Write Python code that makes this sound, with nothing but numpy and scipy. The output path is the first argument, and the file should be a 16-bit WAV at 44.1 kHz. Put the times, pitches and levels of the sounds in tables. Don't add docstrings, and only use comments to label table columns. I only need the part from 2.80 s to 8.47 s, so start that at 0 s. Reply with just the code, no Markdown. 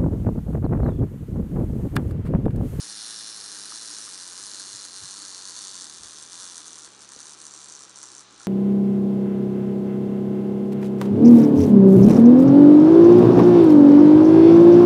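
import sys
import numpy as np
from scipy import signal
from scipy.fft import rfft, irfft
from scipy.io import wavfile

SR = 44100
rng = np.random.default_rng(int(sys.argv[2]) if len(sys.argv) > 2 else 0)


def unload_audio(sound):
    columns = np.transpose(np.atleast_2d(sound))
    steps = np.round(np.clip(columns, -1, 1) * 32767)
    wavfile.write(sys.argv[1], SR, steps.astype(np.int16))


N = 250047
TIME = np.arange(N) / SR
FREQ = np.fft.rfftfreq(8192, 1 / SR)

# time_s, beat_rate_hz, relative_level_db
SPRING_PACE = [(0.0, 109.9, -22.5), (.25, 111.5, -21.5), (.35, 110.5, -22.5), (.41, 109.8, -22),
               (.46, 110, -22.5), (.55, 108.4, -22.8), (1.05, 110.3, -21), (1.7, 99.14, -21.5),
               (2.85, 97, -22.5), (3.65, 89.8, -23), (4.0, 75.7, -27), (4.55, 76.2, -27),
               (4.92, 75.46, -28), (5.03, 68.5, -28.5), (5.67, 62.4, -31)]
# start_s, length_s, slower_by_hz, softer_by_db
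GEAR_SNAGS = [(0.561, 0.33, 9.6, -0.3), (1.262, .31, 15, 0.5), (2.047, 0.088, 11.6, 2.8),
              (2.366, 0.36, 8.2, 1.1), (3.042, 0.43, 13.7, 2.8), (3.447, 0.057, 3.13, 4),
              (3.808, 0.057, 4.2, 1.5), (4.066, .125, 9.1, 7), (4.14, .04, 2, 5), (4.243, 0.046, 5.4, 11),
              (4.538, 0.045, 2.74, 6), (4.675, 0.031, 3.5, 4), (5.05, 0.087, 2.77, 11),
              (5.418, 0.15, 3, 10), (5.435, .035, 2, 10)]
# time_s, relative_level_db
HARD_CATCHES = [(1.7979, -15), (2.3604, -21.5), (2.4202, -19), (2.5474, -20.5), (2.6853, -20),
                (2.696, -19.5), (2.765, -19.5), (2.7904, -19), (2.8195, -19.5), (2.8503, -20),
                (2.9549, -20.5), (3.021, -22.5), (3.0686, -22.5), (3.098, -22), (3.138, -22.5),
                (3.1833, -23), (3.2345, -21.5), (3.3325, -23), (3.4263, -22), (3.5211, -22.5),
                (3.5545, -21), (3.6004, -21), (3.6323, -20), (3.6426, -19.5), (3.757, -22), (3.7805, -21),
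                (3.8049, -23), (3.8693, -24), (3.983, -23.5), (4.047, -22), (4.2203, -23), (4.291, -25.5),
                (4.32, -22), (4.4043, -21), (4.616, -23.5), (4.6538, -25), (4.7385, -25), (4.7497, -26),
                (4.7765, -27), (4.8166, -26), (4.8865, -24.5), (4.899, -26), (4.9236, -24.5),
                (4.9378, -27.5), (4.952, -25), (5.0965, -28.5), (5.1595, -26.5), (5.2025, -28.5),
                (5.2302, -20.5), (5.241, -27), (5.318, -28), (5.351, -27), (5.3814, -28.5), (5.3943, -29),
                (5.4074, -26), (5.526, -36), (5.58, -34), (5.6, -29), (5.6326, -26.5), (5.6487, -27)]
# pitch_hz, width_hz, from_side_db, from_behind_db
SHELL_RESONANCES = [(2450, 530, -10, -49), (2916, 300, -4, -11), (3643, 745, -2, -6), (4133, 324, 4, -5),
                    (4480, 420, -1, -3), (4880, 450, -2, -14), (5490, 1100, 0, -7.5), (6020, 790, -10.5, 0),
                    (6740, 1000, -9, -6), (7550, 1170, -15.5, -5), (8390, 810, -8, -6),
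                    (9390, 1520, -7.5, -9.5), (10370, 960, -6, -19.5)]
# start_s, end_s, from_hz, to_hz, width_hz, added_band_db
PASSING_RINGS = [(0.15, 0.5, 3550, 3600, 600, -3), (0.0, 0.55, 4290, 4150, 300, -8),
                 (0.5, 1.2, 4140, 4080, 240, -13), (0.33, 0.7, 5480, 5560, 500, -10),
                 (1.65, 2.9, 4230, 4280, 260, -3), (2.38, 3.1, 4530, 4500, 190, -1.5),
                 (1.6, 3.05, 6780, 6680, 380, -9), (2.75, 4.1, 3650, 3330, 480, -2),
                 (4.6, 5.45, 7420, 7380, 260, -4), (4.75, 5.45, 5600, 5550, 380, -7)]
# pitch_hz, width_hz, from_side_db, from_behind_db
DOOR_RESONANCES = [(202.5, 46, 5, -34), (299.4, 36, 8, 3), (438, 74, -4, -2.5), (744, 710, -6, -13),
                   (997, 93, -7, 5.5), (1088, 83, -24, 5), (1325, 280, -6, 3), (1610, 710, 6, -3)]
# time_s, behind_share (0 = side on, 1 = from behind)
VIEWPOINT = [(0.0, 0.1), (2.9, 0.6), (4.1, 0.77), (5.67, 1.0)]
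# start_s, level_db, pitch_hz, decay_s
DOOR_KNOCKS = [(0.9185, -39, 1240, .01), (0.921, -31.5, 1240, .016), (1.2738, -37, 1180, .024),
               (1.2787, -38, 1200, .016), (4.0765, -36, 1600, .007), (4.0765, -44, 410, .018),
               (4.3635, -33, 520, .007), (4.367, -41, 280, .016), (5.605, -35, 1400, .012),
               (5.614, -41, 1400, .012)]
# delay_s, starting_level_db
KITCHEN_ECHOES = [(.0027, -16), (.0062, 1)]
# start_s, level_db, pitch_hz, width_hz, decay_s
MICROPHONE_BUMPS = [(1.21, -71, 34.93, 39.82, 0.19), (1.62, -67, 88.7, 69.8, 0.16),
                    (1.92, -61, 110.6, 45.3, 0.25), (2.205, -56, 100.1, 51.1, 0.2),
                    (2.228, -47, 140.8, 113, 0.07), (3.195, -57.5, 69.4, 35.7, 0.21),
                    (3.585, -68, 99, 50, 0.21), (4.364, -56, 130.2, 119.5, 0.028)]
# pitch_hz, relative_level_db
HUM_TONES = [(59, -82), (120, -71), (192, -71), (780, -76), (840, -71), (1140, -71), (1200, -71),
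             (1320, -73), (1560, -75), (1920, -80), (1980, -82), (2040, -80), (2280, -79), (2340, -79),
             (2400, -76), (2460, -79), (2580, -83)]
# pitch_hz, relative_level_db
AIR_COLOUR = [(25, -31), (60, -23), (150, -23.5), (210, -13), (340, -8), (620, -15), (1100, -11),
              (1750, -14), (2150, -20.5), (3200, -15), (4000, -11), (5000, -16), (6200, -13), (9000, -29),
              (11500, -48)]


def spring_motor(grip_s=.02, eased_share=.7, let_go_s=.03):
    rate, force_db = curves(SPRING_PACE)
    for start_s, length_s, slower_hz, softer_db in GEAR_SNAGS:
        stages_s = np.cumsum([0, grip_s, max(length_s - grip_s, 0), let_go_s])
        drag = np.interp(TIME - start_s, stages_s, [0, 1, eased_share, 0])
        rate, force_db = rate - slower_hz * drag, force_db - softer_db * drag
    return rate, force_db


def beats(rate, force_db, wobble=.036, full_pace_hz=109, wheel_teeth=10, wheel_db=.5):
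    progress = np.cumsum(rate * (1 + wobble * wander(70))) / SR
    catch_s, catch_db = np.transpose(HARD_CATCHES)
    marks = np.r_[0, np.interp(catch_s, TIME, progress), progress[-1]]
    teeth_between = np.maximum(1, np.round(np.diff(marks)))
    tooth_at_mark = np.r_[0, np.cumsum(teeth_between)].astype(int)
    tooth = np.arange(tooth_at_mark[-1])
    times = np.interp(np.interp(tooth, tooth_at_mark, marks), progress, TIME)
    octaves_slower = np.log2(full_pace_hz / np.interp(times, TIME, rate))
    scatter_db = (.92 + 1.3 * octaves_slower) * np.sqrt(3) * rng.uniform(-1, 1, N)[tooth]
    swell_db = wheel_db * np.sin(2 * np.pi * tooth / wheel_teeth)
    tick_db = np.interp(times, TIME, force_db) + swell_db + scatter_db
    tick_db[tooth_at_mark[1:-1]] = catch_db
    return times, tick_db


def tick_tock(times, tick_db, force_db, bounce_s=.00047, tock_db=-3.5):
    chance = rng.standard_normal((1024, 5))[:len(times)].T
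    slide_scatter_db, bounce_jitter, bounce_scatter_db, tock_jitter, tock_scatter_db = chance
    hardness_db = -3.5 + .15 * times
    slide_db = -3 + .37 * times
    bounce_db = -5.5 - 1.0 * times
    strike = impacts(times, np.interp(times, TIME, force_db) + hardness_db)
    edge = impacts(times, tick_db + hardness_db) - strike
    slide = impacts(times, tick_db + slide_db + slide_scatter_db)
    bounce_times = times + bounce_s * np.exp(.3 * bounce_jitter)
    bounce = impacts(bounce_times, tick_db + bounce_db + bounce_scatter_db)
    gap_share = .475 + .017 * times + .08 * tock_jitter
    tock = impacts(times + np.gradient(times) * gap_share, tick_db + tock_db + tock_scatter_db)
    scrape = smear(slide + tock, decay_s=.0011, rise_s=.001)
    return strike + treble(edge + bounce + scrape)


def gears(rate, force_db, rasp_db=-40, grain_db=5):
    grains = rng.standard_normal(N) * gain(grain_db * rng.standard_normal(N))
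    return grains / grains.std() * gain(force_db + rasp_db) * np.sqrt(rate / rate.mean())


def rattle(rate, force_db, per_beat=3, rattle_db=-10.5, fade_db_per_s=-.6, uneven_db=3):
    times = TIME[rng.random(N) < per_beat * rate / SR]
    scatter_db = uneven_db * rng.uniform(-1, 1, N)[:len(times)]
    level_db = np.interp(times, TIME, force_db) + rattle_db + fade_db_per_s * times + scatter_db
    return treble(impacts(times, level_db), edge_hz=3200)


def shell(blows, fade_s=.04):
    ringing = ring_while_climbing(bending_waves(blows), SHELL_RESONANCES)
    out = ringing
    for start_s, end_s, from_hz, to_hz, width_hz, added_db in PASSING_RINGS:
        pitch_hz = np.interp(TIME, [start_s, end_s], [from_hz, to_hz])
        shift = np.exp(2j * np.pi * np.cumsum(pitch_hz) / SR)
        smoothing = np.exp(-np.pi * width_hz / SR)
        band = 2 * np.real(shift * signal.lfilter([1 - smoothing], [1, -smoothing], ringing / shift))
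        fade = np.clip(.5 + np.minimum(TIME - start_s, end_s - TIME) / fade_s, 0, 1)
        out = out + gain(added_db) * fade * band
    return out


def bending_waves(blows, spread_s=.0008, on_time_hz=6000):
    hz = np.fft.rfftfreq(N, 1 / SR)
    lag_cycles = spread_s * (2 * np.sqrt(on_time_hz * hz) - hz)
    return irfft(rfft(blows) * np.exp(-2j * np.pi * lag_cycles), N)


def door(blows, force_db, door_db=-12.5, push_db=-25, follow_share=.78):
    contact = gain((1 - follow_share) * (push_db - force_db))
    shaking = smear(blows * contact, decay_s=.056)
    return gain(door_db) * ring_while_climbing(shaking, DOOR_RESONANCES)


def knocks(rise_s=.0004):
    out = np.zeros(N)
    for start_s, level_db, pitch_hz, decay_s in DOOR_KNOCKS:
        age_s = np.clip(TIME - start_s, 0, 2 * decay_s)
        out += gain(level_db) * np.sin(2 * np.pi * pitch_hz * age_s) * rise_fall(age_s, rise_s, decay_s)
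    return out


def room(blows, sway=.0301, fade_db_per_s=-3.5, near_db=-3, tail_db=-7.5):
    delayed, echoes = [], 0
    for delay_s, level_db in KITCHEN_ECHOES:
        delayed.append(np.interp(TIME - delay_s * (1 + sway * wander(3)), TIME, blows))
        echoes = echoes + gain(level_db + fade_db_per_s * TIME) * delayed[-1]
    off_door = gain(near_db) * smear(blows, decay_s=.0041)
    tail = gain(tail_db) * treble(smear(delayed[0], decay_s=.32), edge_hz=3700)
    return treble(echoes + off_door) + tail


def bumps(rise_s=.016):
    out = np.zeros(N + SR)
    age_s = TIME[:SR // 2]
    for start_s, level_db, pitch_hz, width_hz, decay_s in MICROPHONE_BUMPS:
        rumble = through(rng.standard_normal(len(age_s)), resonator([(pitch_hz, width_hz, 0)]))
        thud = unit_energy(rumble * rise_fall(age_s, rise_s, decay_s))
        start = int(start_s * SR)
        out[start:start + len(thud)] += gain(level_db) * thud * np.sqrt(decay_s * SR / np.log(1000))
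    return out[:N]


def fridge_hum(trim_db=-.5, waver_db=.9):
    hum = np.zeros(N)
    for pitch_hz, level_db in HUM_TONES:
        strength = np.sqrt(2) * gain(level_db + trim_db + waver_db * wander(3.21))
        hum += strength * np.sin(2 * np.pi * (pitch_hz * TIME + rng.random()))
    return hum


def kitchen_air(air_db=-53.5):
    pitch_hz, level_db = np.transpose(AIR_COLOUR)
    colour = gain(np.interp(np.log(FREQ + 1), np.log(pitch_hz), level_db))
    return gain(air_db) * through(rng.standard_normal(N), tap_response(colour))


def ring_while_climbing(blows, resonances):
    behind = np.clip(curves(VIEWPOINT)[0], 0, 1)
    side = resonator([(hz, width, side_db) for hz, width, side_db, _ in resonances])
    rear = resonator([(hz, width, rear_db) for hz, width, _, rear_db in resonances])
    return through(blows * (1 - behind), side) + through(blows * behind, rear)


def resonator(resonances):
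    peaks = (gain(db) / (1 + ((FREQ - hz) / (.5 * width)) ** 2) for hz, width, db in resonances)
    return tap_response(np.sqrt(sum(peak ** 2 for peak in peaks)))


def tap_response(colour):
    cepstrum = irfft(np.log(colour + 1e-4 * colour.max()))
    half = len(cepstrum) // 2
    folded = np.r_[cepstrum[0], 2 * cepstrum[1:half], np.zeros(half)]
    return unit_energy(irfft(np.exp(rfft(folded)))[:half])


def smear(blows, decay_s, rise_s=1 / SR):
    age_s = np.arange(-SR // 4, SR // 4 + 1) / SR
    hump = np.exp(np.where(age_s < 0, age_s / rise_s, -np.log(1e6) * age_s / decay_s))
    power = signal.fftconvolve(blows ** 2, hump / hump.sum(), "same")
    return np.sqrt(np.abs(power)) * rng.standard_normal(N)


def impacts(times, level_db):
    at = np.round(times * SR).astype(int)
    inside = (at >= 0) & (at < N)
    return np.bincount(at[inside], gain(level_db)[inside], N)


def rise_fall(age_s, rise_s, decay_s):
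    return (1 - np.exp(-age_s / rise_s)) * np.exp(-np.log(1000) * age_s / decay_s)


def treble(sound, edge_hz=4500):
    return signal.sosfiltfilt(signal.butter(3, edge_hz, "high", fs=SR, output="sos"), sound)


def through(sound, response):
    return signal.fftconvolve(sound, response)[:len(sound)]


def wander(rate_hz):
    return np.interp(TIME * rate_hz, np.arange(N), rng.standard_normal(N))


def curves(table):
    time_s, *columns = np.transpose(table)
    return [np.interp(TIME, time_s, column) for column in columns]


def unit_energy(sound):
    return sound / np.sqrt(np.sum(sound ** 2))


def gain(db):
    return 10 ** (np.asarray(db) / 20)


def scene(toy_db=6):
    rate, force_db = spring_motor()
    times, tick_db = beats(rate, force_db)
    ticks = tick_tock(times, tick_db, force_db)
    blows = gain(toy_db) * (ticks + gears(rate, force_db) + rattle(rate, force_db))
    toy = shell(blows + treble(room(blows))) + door(blows, force_db)
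    return (toy + knocks() + bumps() + fridge_hum() + kitchen_air())[None]


def record(dry, low_hz=45, notch_hz=7900, notch_width_hz=260, notch_share=.47, top_hz=11300):
    thinned = signal.sosfilt(signal.butter(2, low_hz, "high", fs=SR, output="sos"), dry)
    band = signal.lfilter(*signal.iirpeak(notch_hz, notch_hz / notch_width_hz, fs=SR), thinned)
    softened = signal.sosfilt(signal.butter(6, 10800, fs=SR, output="sos"), thinned - notch_share * band)
    return signal.sosfilt(signal.ellip(8, .3, 70, top_hz, fs=SR, output="sos"), softened)


dry = scene()
out = record(dry)
unload_audio(out)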